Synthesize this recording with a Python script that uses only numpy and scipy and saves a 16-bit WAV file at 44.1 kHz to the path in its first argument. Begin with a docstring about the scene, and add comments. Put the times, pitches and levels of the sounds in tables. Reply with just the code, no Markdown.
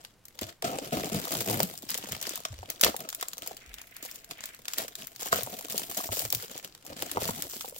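"""Thin plastic film is peeled off a small hollow wooden model, close by in a quiet room, for almost 8 s.
First come a few snaps and tugs, then until about 1.7 s the film slips in jerks that drum on the hollow box.
Loud snaps follow near 2.8 s; from 3.6 to 4.6 s it is calmer, and a thumb rubs the film with filtered noise.
Then tugs, snaps and knocks return to the end. Snaps and crinkle are short noise cracks, knocks are struck
resonances and the hands' soft thuds are wobbling low tones. A faint room hiss runs throughout."""
import sys
import numpy as np
from scipy import signal
from scipy.fft import rfft, irfft
from scipy.io import wavfile
from scipy.ndimage import uniform_filter1d

SR = 44100
rng = np.random.default_rng(int(sys.argv[2]) if len(sys.argv) > 2 else 0)


def dump(signal):
    """Clip the signal to [-1, 1] and save it as 16-bit WAV at the path in sys.argv[1]."""
    limited = np.clip(np.atleast_2d(signal).T, -1, 1)
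    pcm = np.round(limited * 32767).astype(np.int16)
    wavfile.write(sys.argv[1], SR, pcm)


N = 343539
TIME = np.arange(N) / SR   # seconds

# the quiet background's colour: [f/Hz, spectrum/dB]
ROOM_COLOUR = [(30, -4.5), (120, -5.5), (600, -15.5), (15000, -33)]
# soft thuds as the grip changes: [t/s, level/dB before a shared lift, average pitch f/Hz]
GRIP_THUDS = [(0.419, -42.5, 95.4), (1.139, -60, 101.7), (1.629, -32.5, 181.3), (2.108, -42.5, 92),
              (2.502, -38.5, 91.6), (2.581, -42.5, 86.6), (2.84, -45, 68.4), (3.669, -49.5, 49.7),
              (5.335, -47, 96.8), (5.429, -43.5, 125.8), (6.089, -38.5, 105.3), (6.239, -42.5, 102.3),
              (6.348, -41.5, 111), (7.161, -41.5, 99.2), (7.291, -44.5, 90)]
# a thumb rubbing over the film: [t/s, level/dB]
THUMB_RUB = [(3.551, -80), (3.699, -52.5), (3.86, -62), (4.08, -53), (4.27, -70), (4.45, -51), (4.6, -80)]
# light rustle of the held film between tugs: [t/s, base level/dB, shifted for sheet and edge]
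HELD_FILM = [(0, -56), (.2, -76.5), (.36, -61.5), (.6, -81), (.72, -52), (1.5, -42), (1.8, -51.5),
             (2.0, -46), (2.55, -54), (3.45, -55), (3.85, -60), (4.62, -58), (4.8, -56.5), (5.14, -56.5),
             (5.35, -46.5), (6.25, -49.5), (6.76, -60.5), (7.25, -48), (7.72, -56.5)]
# tugs that crumple the sheet and pull some of it off the wood:
# [t/s, length/s, crinkle level/dB before a shared trim, box level/dB], each level before it sags
FILM_TUGS = [(0.418, 0.015, -36.5, -43.5), (0.471, 0.029, -44.5, -50.5), (0.645, 0.029, -34.5, -32.5),
             (0.673, 0.088, -44, -34.5), (0.822, 0.053, -41, -41.5), (0.927, 0.042, -35.5, -29),
             (0.998, .08, -38, -37), (1.123, 0.061, -36, -29.5), (1.216, 0.12, -40.5, -55),
             (1.314, .105, -33.5, -37.5), (1.475, 0.16, -36.5, -31.5), (1.895, 0.027, -33.5, -65),
             (1.949, 0.024, -40, -52), (2.115, 0.035, -37, -46), (2.231, 0.14, -38.5, -51.5),
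             (2.691, .025, -44, -48), (2.833, 0.042, -27.5, -28.5), (2.999, .05, -65.5, -42.5),
             (3.191, 0.029, -43.5, -59), (3.425, .1, -44.5, -50), (4.029, 0.03, -40.5, -68),
             (4.078, .1, -47.5, -64.5), (4.302, 0.025, -48.5, -52), (4.427, 0.058, -45, -79),
             (4.701, .09, -42.5, -75), (4.78, 0.046, -34, -42), (4.983, 0.054, -42, -52.5),
             (5.2, 0.083, -36.5, -71), (5.32, 0.069, -31, -41), (5.505, 0.046, -44, -44),
             (5.706, 0.126, -36, -46.5), (5.9, 0.1, -39.5, -45.5), (5.973, .1, -36.5, -48),
             (6.122, 0.13, -33, -47), (6.322, 0.14, -40, -51), (6.502, .085, -44, -50.5),
             (6.634, 0.021, -46, -51.5), (6.877, 0.052, -48.5, -45), (6.965, 0.21, -40, -43.5),
             (7.204, 0.098, -33, -40), (7.341, .11, -40.5, -45), (7.496, 0.2, -40.5, -73),
             (7.76, .03, -43.5, -77)]
# resonances of the hollow box: [f/Hz before the grip detunes it, width/Hz, strength/dB]
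BOX_MODES = [(113, 102, -3), (201, 89, 0.5), (281, 60, 1), (417, 146, -4), (530, 94, -2.5), (652, 64, 1),
             (732.7, 87, -5), (1300, 66.5, -11.5)]
# light knocks on the box: [t/s, level/dB before a shared lift, pitch centre f/Hz]
BOX_KNOCKS = [(0.418, -33, 360), (0.627, -34.5, 675), (0.786, -32, 547), (0.999, -37, 368),
              (1.037, -32, 329), (1.272, -37, 755), (1.602, -23, 636), (1.836, -43, 201.4),
              (2.452, -32.5, 1133), (2.63, -40, 619), (2.834, -34, 987), (2.864, -25.5, 674),
              (2.892, -34, 394), (2.944, -34, 690), (3.226, -33, 1041), (3.511, -39, 652.6),
              (4.029, -46, 284.7), (4.791, -42, 556), (4.846, -41.5, 542.7), (5.327, -18, 1190),
              (5.387, -34, 434.7), (5.472, -37, 425), (5.744, -35, 472), (6.003, -35, 1124),
              (6.09, -36.5, 580), (6.331, -37, 565), (7.024, -35, 594), (7.159, -36.5, 522),
              (7.171, -24, 680), (7.18, -34, 700), (7.219, -36, 522), (7.289, -29, 550),
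              (7.645, -38.5, 681.7), (7.724, -44.5, 530)]
# stick and slip of the peeling edge: [t/s, typical slips per s, unevenness/octaves]
EDGE_SLIPS = [(0.65, 334, 0.52), (1.15, 205, 0.65), (1.47, 105, 0.19), (1.58, 116, 0.19), (1.9, 286, 0.94)]
# depth of the box's voice as the edge moves over its panels: [t/s, bass tilt/dB per octave]
BOX_DEPTH = [(0.7, -1.5), (1.1, 1), (1.5, 2.5), (1.8, 5), (2.9, -4), (4.0, -2), (6.1, 0), (7.7, 1.5)]
# colour of the film: [f/Hz, spectrum/dB]
FILM_SPECTRUM = [(200, -15), (1200, -1.5), (2750, -2.5), (3150, -1), (5200, -1), (6900, 0), (7400, 1.5),
                 (8200, -2.5), (10800, -3.5), (12800, -0.5), (15500, 2.5), (16000, -1.5)]
# tautness of the film, taut film sounds brighter: [t/s, treble tilt/dB]
FILM_TAUTNESS = [(0.1, -14), (0.6, -12), (1.7, 4), (3.3, -68), (3.8, 12), (4.4, -11.5), (6.2, 7),
                 (6.8, -15), (7.7, 12)]
# creases whose snap stands out: [t/s, level/dB before a shared lift, treble tilt/dB]
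BIG_SNAPS = [(0.0491, -34.5, -26), (0.2542, -41, 10), (0.283, -42.5, -3), (0.3903, -29, -30),
             (0.413, -33.5, 5), (0.6235, -25.5, -21.5), (0.7862, -27, -22), (1.4068, -24.5, 13),
             (1.603, -19, -3), (1.6308, -20.5, 18), (1.7766, -35, 13), (1.904, -25, 21), (1.9436, -23, 1),
             (1.977, -27.5, 22), (2.121, -27.5, 14), (2.214, -31, 18), (2.2266, -27, -1),
             (2.269, -28.5, -1), (2.293, -27, 7), (2.357, -28, 7), (2.452, -23, -27), (2.7014, -24.5, 8),
             (2.812, -14.5, 8), (2.8361, -8.5, -42), (2.8461, -11.5, -1), (2.965, -27.5, 22),
             (3.0046, -31, -5), (3.0895, -27, -1), (3.102, -34, 9), (3.128, -29.5, -17),
             (3.1483, -27.5, 11), (3.211, -29, 3), (3.2272, -22, -27), (3.2842, -29, 12), (3.333, -31, -4),
             (3.381, -33, 3), (3.4213, -33.5, 0), (3.4747, -28, 22), (3.5685, -37, 6), (3.7413, -34.5, 0),
             (3.7843, -38, -30), (3.816, -36, -6), (3.966, -36, 0), (4.1129, -38, 9), (4.158, -37.5, 14),
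             (4.245, -42, 8), (4.3107, -27, -26), (4.407, -34.5, -19), (4.4388, -30, -17), (4.457, -31, 22),
             (4.547, -40, 0), (4.655, -34.5, -8), (4.6821, -22.5, -27), (4.7352, -25.5, -2),
             (4.7831, -19.5, 1), (4.881, -31, -1), (4.954, -30, 7), (5.0707, -34, 6), (5.161, -37, 8),
             (5.3285, -19, -19), (5.433, -26, 9), (5.5888, -32.5, 24), (5.6992, -31, 22),
             (5.7791, -20.5, 24), (5.974, -25.5, 25), (6.131, -37, 16), (6.1935, -23, 13), (6.303, -27, 15),
             (6.3258, -19, 14), (6.349, -21, 16), (6.578, -33, 2), (6.6468, -29.5, -7), (6.75, -38.5, -18),
             (6.8654, -37, 13), (7.0228, -22.5, -3), (7.1148, -24.5, -2), (7.4222, -24, 2),
             (7.6093, -26.5, -29)]

ROOM_GAIN_DB = -64.5
CUTOFF_HZ = 15900
FILM_LAG_S, BOX_LAG_S = .00038, 0.00029   # both are to the left, so the right side hears them later
# the box's deep resonances are shaded from the right side more than its high ones
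BOX_PAN_DB, BOX_PAN_BELOW_HZ = 2, 380
# a tug takes hold quickly, eases as the film gives, and dies away when the hand stops
TUG_ATTACK_S, TUG_SAG_DB_PER_S, TUG_RELEASE_DB_PER_S = 0.01, 22.5, 398
RUSTLE_DB, CREEP_DB = 2, -7.5   # the sheet and the stuck edge, relative to the held film's base level
PULL_STEADY_S = 0.083   # the hand keeps its pull even over this span
LEAD_S = .003   # a faint swell of noise starts this long before each crack
STRAY_PER_S, STRAY_ABOVE_DB, STRAY_SPREAD_DB, STRAY_TILT_DB = 22, 10, 1, 11.5


def from_db(db):
    """Turn decibels into a loudness factor for the wave."""
    return 10 ** (np.asarray(db) / 20)


def rms_one(x):
    """Scale the whole sound to an average strength (rms) of 1."""
    return x / np.sqrt(np.mean(x ** 2) + 1e-20)


def unit_energy(x):
    """Scale each channel to a total energy of 1."""
    return x / np.sqrt(np.sum(x ** 2, axis=-1, keepdims=True))


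def in_time(rows):
    """Read each column of a curve at every sample."""
    s, *columns = np.transpose(rows)
    return [np.interp(TIME, s, c) for c in columns]


def drift(per_s):
    """A random wander with a spread near 1, taking per_s new values each second."""
    steps = rng.standard_normal(1000)
    return np.interp(TIME * per_s, np.arange(len(steps)), steps)


def add(out, s, sound):
    """Mix a sound in, starting at time s."""
    i = max(round(s * SR), 0)
    out[..., i:i + sound.shape[-1]] += sound[..., :N - i]


def low_pass(x, hz):
    """Gently keep what lies below a frequency."""
    return signal.sosfilt(signal.butter(1, hz, fs=SR, output="sos"), x)


def coloured(x, points):
    """Shape the spectrum without sounding early (minimum phase); white noise keeps its power."""
    size = 4096
    hz, db = np.transpose(points)
    bins_hz = np.fft.rfftfreq(size, 1 / SR)
    gain = from_db(np.interp(np.log(bins_hz + 1), np.log(hz), db))
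    # folding the cepstrum forward in time moves the filter's energy to its start
    cepstrum = irfft(np.log(gain))
    cepstrum[1:size // 2] *= 2
    cepstrum[size // 2 + 1:] = 0
    response = unit_energy(irfft(np.exp(rfft(cepstrum))))
    return signal.oaconvolve(x, response[None], axes=1)[:, :N]


def tilted(x, tilt_db, pivot_hz=5500):
    """Treble up and bass down around a pivot, at about equal power."""
    low = low_pass(x, pivot_hz)
    gain = from_db(tilt_db)
    return (low + gain * (x - low)) / np.sqrt((1 + gain ** 2) / 2)


def resonance(x, hz, width_hz):
    """Ring at one frequency: a two-pole band-pass with gain 1 on top."""
    r = np.exp(-np.pi * width_hz / SR)
    top = np.array([1, 0, -1]) * (1 - r * r) / 2
    bottom = [1, -2 * r * np.cos(2 * np.pi * hz / SR), r * r]
    return signal.lfilter(top, bottom, x + 1e-18)


def evened(x, span_s):
    """Bring every short span to about the same power; finer grain is kept."""
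    power = uniform_filter1d(np.mean(np.atleast_2d(x) ** 2, axis=0), int(span_s * SR))
    smooth = uniform_filter1d(power, int(span_s * SR / 2))
    return x / np.sqrt(smooth + 1e-9 * power.mean())


def placed(left, right, lag_s, pan_db):
    """Stereo pair with the right side later and, for a positive pan, softer."""
    n = np.arange(len(right))
    late = np.interp(n - round(lag_s * SR), n, right, left=0)
    return np.array([left * from_db(pan_db / 2), late * from_db(-pan_db / 2)])


def room_tone():
    """Quiet background: coloured noise, partly shared by both sides."""
    air = rng.standard_normal(N) + .5 * rng.standard_normal((2, N))
    return from_db(ROOM_GAIN_DB) * coloured(air, ROOM_COLOUR)


def room(x, wet_db=-13, t60=0.26, onset_s=0.0034):
    """Echoes blur into a faint diffuse tail, different on each side."""
    t = TIME[:SR // 2]
    tail = unit_energy(rng.standard_normal((2, len(t))) * (t > onset_s) * from_db(-60 * t / t60))
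    return x + from_db(wet_db) * signal.oaconvolve(x, tail, axes=1)[:, :N]


def thuds(cycles=1.47, level_db=2, wobble=0.21):
    """A fingertip lands and the held box rocks for a few cycles against the flesh."""
    out, t = np.zeros(N), TIME[:SR // 2]
    for s, db, hz in GRIP_THUDS:
        age = t * hz / cycles
        phase = 2 * np.pi * np.cumsum(hz * (1 + wobble * drift(hz)[:len(t)])) / SR
        swell = age * np.exp(1 - age)   # rises to 1, then dies away
        add(out, s, from_db(db + level_db) * swell * np.sin(phase))
    return placed(out, out, BOX_LAG_S, pan_db=1.0)


def rub(hz=1950, width_hz=1400, grip_db=6.0):
    """Skin drags unevenly over the film: a narrow, dry scrape."""
    s, db = np.transpose(THUMB_RUB)
    noise = rng.standard_normal((2, N))
    friction = resonance(resonance(noise, hz, width_hz), hz, width_hz)
    scrape = rms_one(friction * from_db(grip_db * drift(120)))
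    return scrape * np.interp(TIME, s, from_db(db), left=0, right=0)


def effort():
    """Levels in dB of the crumpling sheet and of the peeling edge: tugs on top of the steady handling."""
    held_db, = in_time(HELD_FILM)
    power = from_db([held_db + RUSTLE_DB, held_db + CREEP_DB]) ** 2
    t = TIME[:SR // 2]
    for s, length_s, sheet_db, edge_db in FILM_TUGS:
        age = t - TUG_ATTACK_S
        sag_db = TUG_SAG_DB_PER_S * np.maximum(age, 0)
        release_db = TUG_RELEASE_DB_PER_S * np.maximum(age - length_s, 0)
        shape = np.minimum(t / TUG_ATTACK_S, 1) * from_db(-(sag_db + release_db))
        add(power, s - TUG_ATTACK_S, np.outer(from_db([sheet_db, edge_db]), shape) ** 2)
    return 10 * np.log10(power)


def box(force, strengths, detune=1):
    """The box rings in all its resonances, each as the point of contact allows; the grip detunes them."""
    ringing = 0
    for k, ((hz, width_hz, db), strength) in enumerate(zip(BOX_MODES, strengths)):
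        sign = (-1) ** k   # neighbours push in opposite directions
        ringing = ringing + sign * from_db(db) * resonance(strength * force, hz * detune, width_hz)
    return ringing


def shaded(pair):
    """The right side gets less of the box's bass: lean the bass to the left."""
    gain = from_db([[BOX_PAN_DB / 2], [-BOX_PAN_DB / 2]])
    return pair + low_pass(pair, BOX_PAN_BELOW_HZ) * (gain - 1)


def jolts(strays, below_db=-9, hz=560):
    """A lesser crease jolts the box, a bright one on a stiffer panel; rows like those of BOX_KNOCKS."""
    return [(s, db + below_db, hz * np.sqrt(from_db(tilt_db / 2))) for s, db, tilt_db in strays]


def knocks(rows, level_db=26, reach_octaves=0.76, contact_s=0.0018, scuff=0.26,
           panel_width_hz=350, box_db=-5.5, grip_octaves=0.068):
    """A short contact pushes the panel under it and wakes the box resonances near its pitch."""
    out, t = np.zeros(N), TIME[:SR // 10]
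    for s, db, centre_hz in rows:
        force = (t == 0) + scuff * rng.standard_normal(len(t)) * np.exp(-t / contact_s)
        strengths = [1 / (1 + (np.log2(hz / centre_hz) / reach_octaves) ** 2)
                     for hz, width_hz, mode_db in BOX_MODES]
        detune = 2 ** (grip_octaves * rng.normal())
        panel = resonance(resonance(force, centre_hz, panel_width_hz), centre_hz, centre_hz)
        hollow = unit_energy(box(force, strengths, detune))
        knock = unit_energy(unit_energy(panel) + from_db(box_db) * hollow)
        add(out, s, from_db(db + level_db) * knock)
    return placed(out, out, BOX_LAG_S, pan_db=-0.5)


def sheet_noise(pan_db):
    """Friction noise from the film, half of it common to both sides."""
    common = rng.standard_normal(N)
    left, right = common + rng.standard_normal((2, N))
    return rms_one(placed(left, right, FILM_LAG_S, pan_db))


def rasp(force, burst_s=0.0028, hz=2600, width_hz=1000, bright_db=-12, pan_db=2.5):
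    """Each slip tears a strip of film loose with a short burst; close bursts fuse into a rasp."""
    fading = signal.lfilter([1], [1, -np.exp(-1 / (burst_s * SR))], force)
    bursts = sheet_noise(pan_db) * fading
    bright = from_db(bright_db) * coloured(bursts, FILM_SPECTRUM)
    return rms_one(resonance(bursts, hz, width_hz) + bright)


def peeling(pull_db, pan_db=0.5, size_spread_db=6.0, rasp_db=-11.0, wander_db=4.0,
            wander_per_s=30, clump_per_s=45):
    """Stuck film lets go in jerks that pluck the box; the moving edge favours changing resonances."""
    (per_s, uneven), (depth_db,) = in_time(EDGE_SLIPS), in_time(BOX_DEPTH)
    strengths = [from_db(depth_db * np.log2(400 / hz) + wander_db * drift(wander_per_s))
                 for hz, width_hz, db in BOX_MODES]
    force, i = np.zeros(N), 0
    size, wait = rng.standard_normal((2, N))
    size = size + drift(clump_per_s)   # strong jerks come in clumps
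    while i < N:
        force[i] = from_db(size_spread_db * uneven[i] * size[i])
        i += 1 + int(SR / per_s[i] * 2 ** (uneven[i] * wait[i]))
    wood = evened(box(force, strengths), PULL_STEADY_S)
    tearing = evened(rasp(force), PULL_STEADY_S)
    return from_db(pull_db) * (placed(wood, wood, BOX_LAG_S, pan_db) + from_db(rasp_db) * tearing)


def buckle(pan_db, facet_db=9.0, stray_share=0.15, spread_s=.0001):
    """One crease flips with a crack within a millisecond, and the sheet shivers in its facet's colour."""
    t = TIME[:SR // 25] - LEAD_S
    crack_s, ring_db, ring_t60, lead_db, facet_width_hz = .00045, -2.5, .036, -12, 600
    noise, age = rng.standard_normal((4, len(t))), np.maximum(t, 0)
    crack, other = unit_energy(noise[:2] * np.exp(-age / crack_s) * (1 - np.exp(-age / crack_s)))
    lead_in = from_db(lead_db) * unit_energy((t < 0) * (t + LEAD_S))   # a faint swell before the crack
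    ringing = from_db(ring_db) * unit_energy((t >= 0) * from_db(-60 * age / ring_t60))
    shiver = noise[2:] * (lead_in + ringing)
    stray = np.clip(stray_share, 0, 1)   # the sheet radiates differently to each side
    right = np.sqrt(1 - stray) * crack + np.sqrt(stray) * other
    lag_s = FILM_LAG_S + spread_s * rng.normal()
    pair = placed(crack, right, lag_s, pan_db) + shiver
    pair = pair + from_db(facet_db) * resonance(pair, rng.uniform(1500, 15000), facet_width_hz)
    return pair / np.sqrt(np.sum(pair ** 2) / 2)


def crinkle(crumple_db, rate_growth=0.6, level_db=-1, pan_db=2.0, slide_db=-11, count=90):
    """Many small creases flip at random, more with harder crumpling; folds hiss as they slide."""
    per_s, size_spread_db = 950, 9   # rate at the average crumpling level
    taut_db, = in_time(FILM_TAUTNESS)
    facets = np.array([buckle(pan_db) for k in range(count)])
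    rate = per_s * from_db(rate_growth * (crumple_db - crumple_db.mean()))
    born = rng.random(N) < rate / SR
    sizes = from_db(size_spread_db * np.minimum(rng.standard_normal(N), 2.5)) * rng.choice([-1, 1], N)
    facet, out = rng.integers(0, count, N), np.zeros((2, N))
    for i in np.flatnonzero(born):
        add(out, TIME[i], sizes[i] * facets[facet[i]])
    sheet = evened(out, span_s=0.047) + from_db(slide_db) * sheet_noise(pan_db)
    toned = rms_one(tilted(coloured(sheet, FILM_SPECTRUM), taut_db))
    return from_db(crumple_db + level_db) * toned


def stray_snaps(crumple_db, count=300):
    """Lesser creases at random moments, crowding into the tugs, in rows like those of BIG_SNAPS."""
    wait, (size, tilt) = rng.exponential(1, count), rng.standard_normal((count, 2)).T
    # more creases are expected where the crumpling is harder
    expected = np.cumsum(STRAY_PER_S * rms_one(np.sqrt(from_db(crumple_db)))) / SR
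    s = np.interp(np.cumsum(wait), expected, TIME)
    around_db = (np.interp(s, TIME, crumple_db) + np.interp(s, *np.transpose(HELD_FILM))) / 2
    db = around_db + STRAY_ABOVE_DB + STRAY_SPREAD_DB * size
    return [row for row in zip(s, db, STRAY_TILT_DB * tilt) if row[0] < TIME[-1]]


def snaps(rows, level_db=22, pan_db=4.5, pan_per_tilt=0.085, facet_db=-3.5, low_cut_hz=700):
    """Single large creases, bright ones further left; so light a sheet radiates little bass."""
    out = np.zeros((2, N))
    for s, db, tilt_db in rows:
        crease = tilted(buckle(pan_db + pan_per_tilt * tilt_db, facet_db), tilt_db)
        add(out, s - LEAD_S, from_db(db + level_db) * crease)
    low_cut = signal.butter(1, low_cut_hz, "high", fs=SR, output="sos")
    return signal.sosfilt(low_cut, coloured(out, FILM_SPECTRUM))


def scene():
    """Film and box sound in the room, with the hands' thuds and the quiet background added."""
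    background = room_tone()
    crumple_db, pull_db = effort()
    strays = stray_snaps(crumple_db)
    wood = shaded(peeling(pull_db) + knocks(BOX_KNOCKS + jolts(strays)))
    film = crinkle(crumple_db) + rub() + snaps(BIG_SNAPS + strays)
    return room(film + wood) + thuds() + background


def record(dry):
    """Cut the top of the treble steeply."""
    return signal.sosfilt(signal.ellip(10, .3, 70, CUTOFF_HZ, fs=SR, output="sos"), dry)


dry = scene()
out = record(dry)
dump(out)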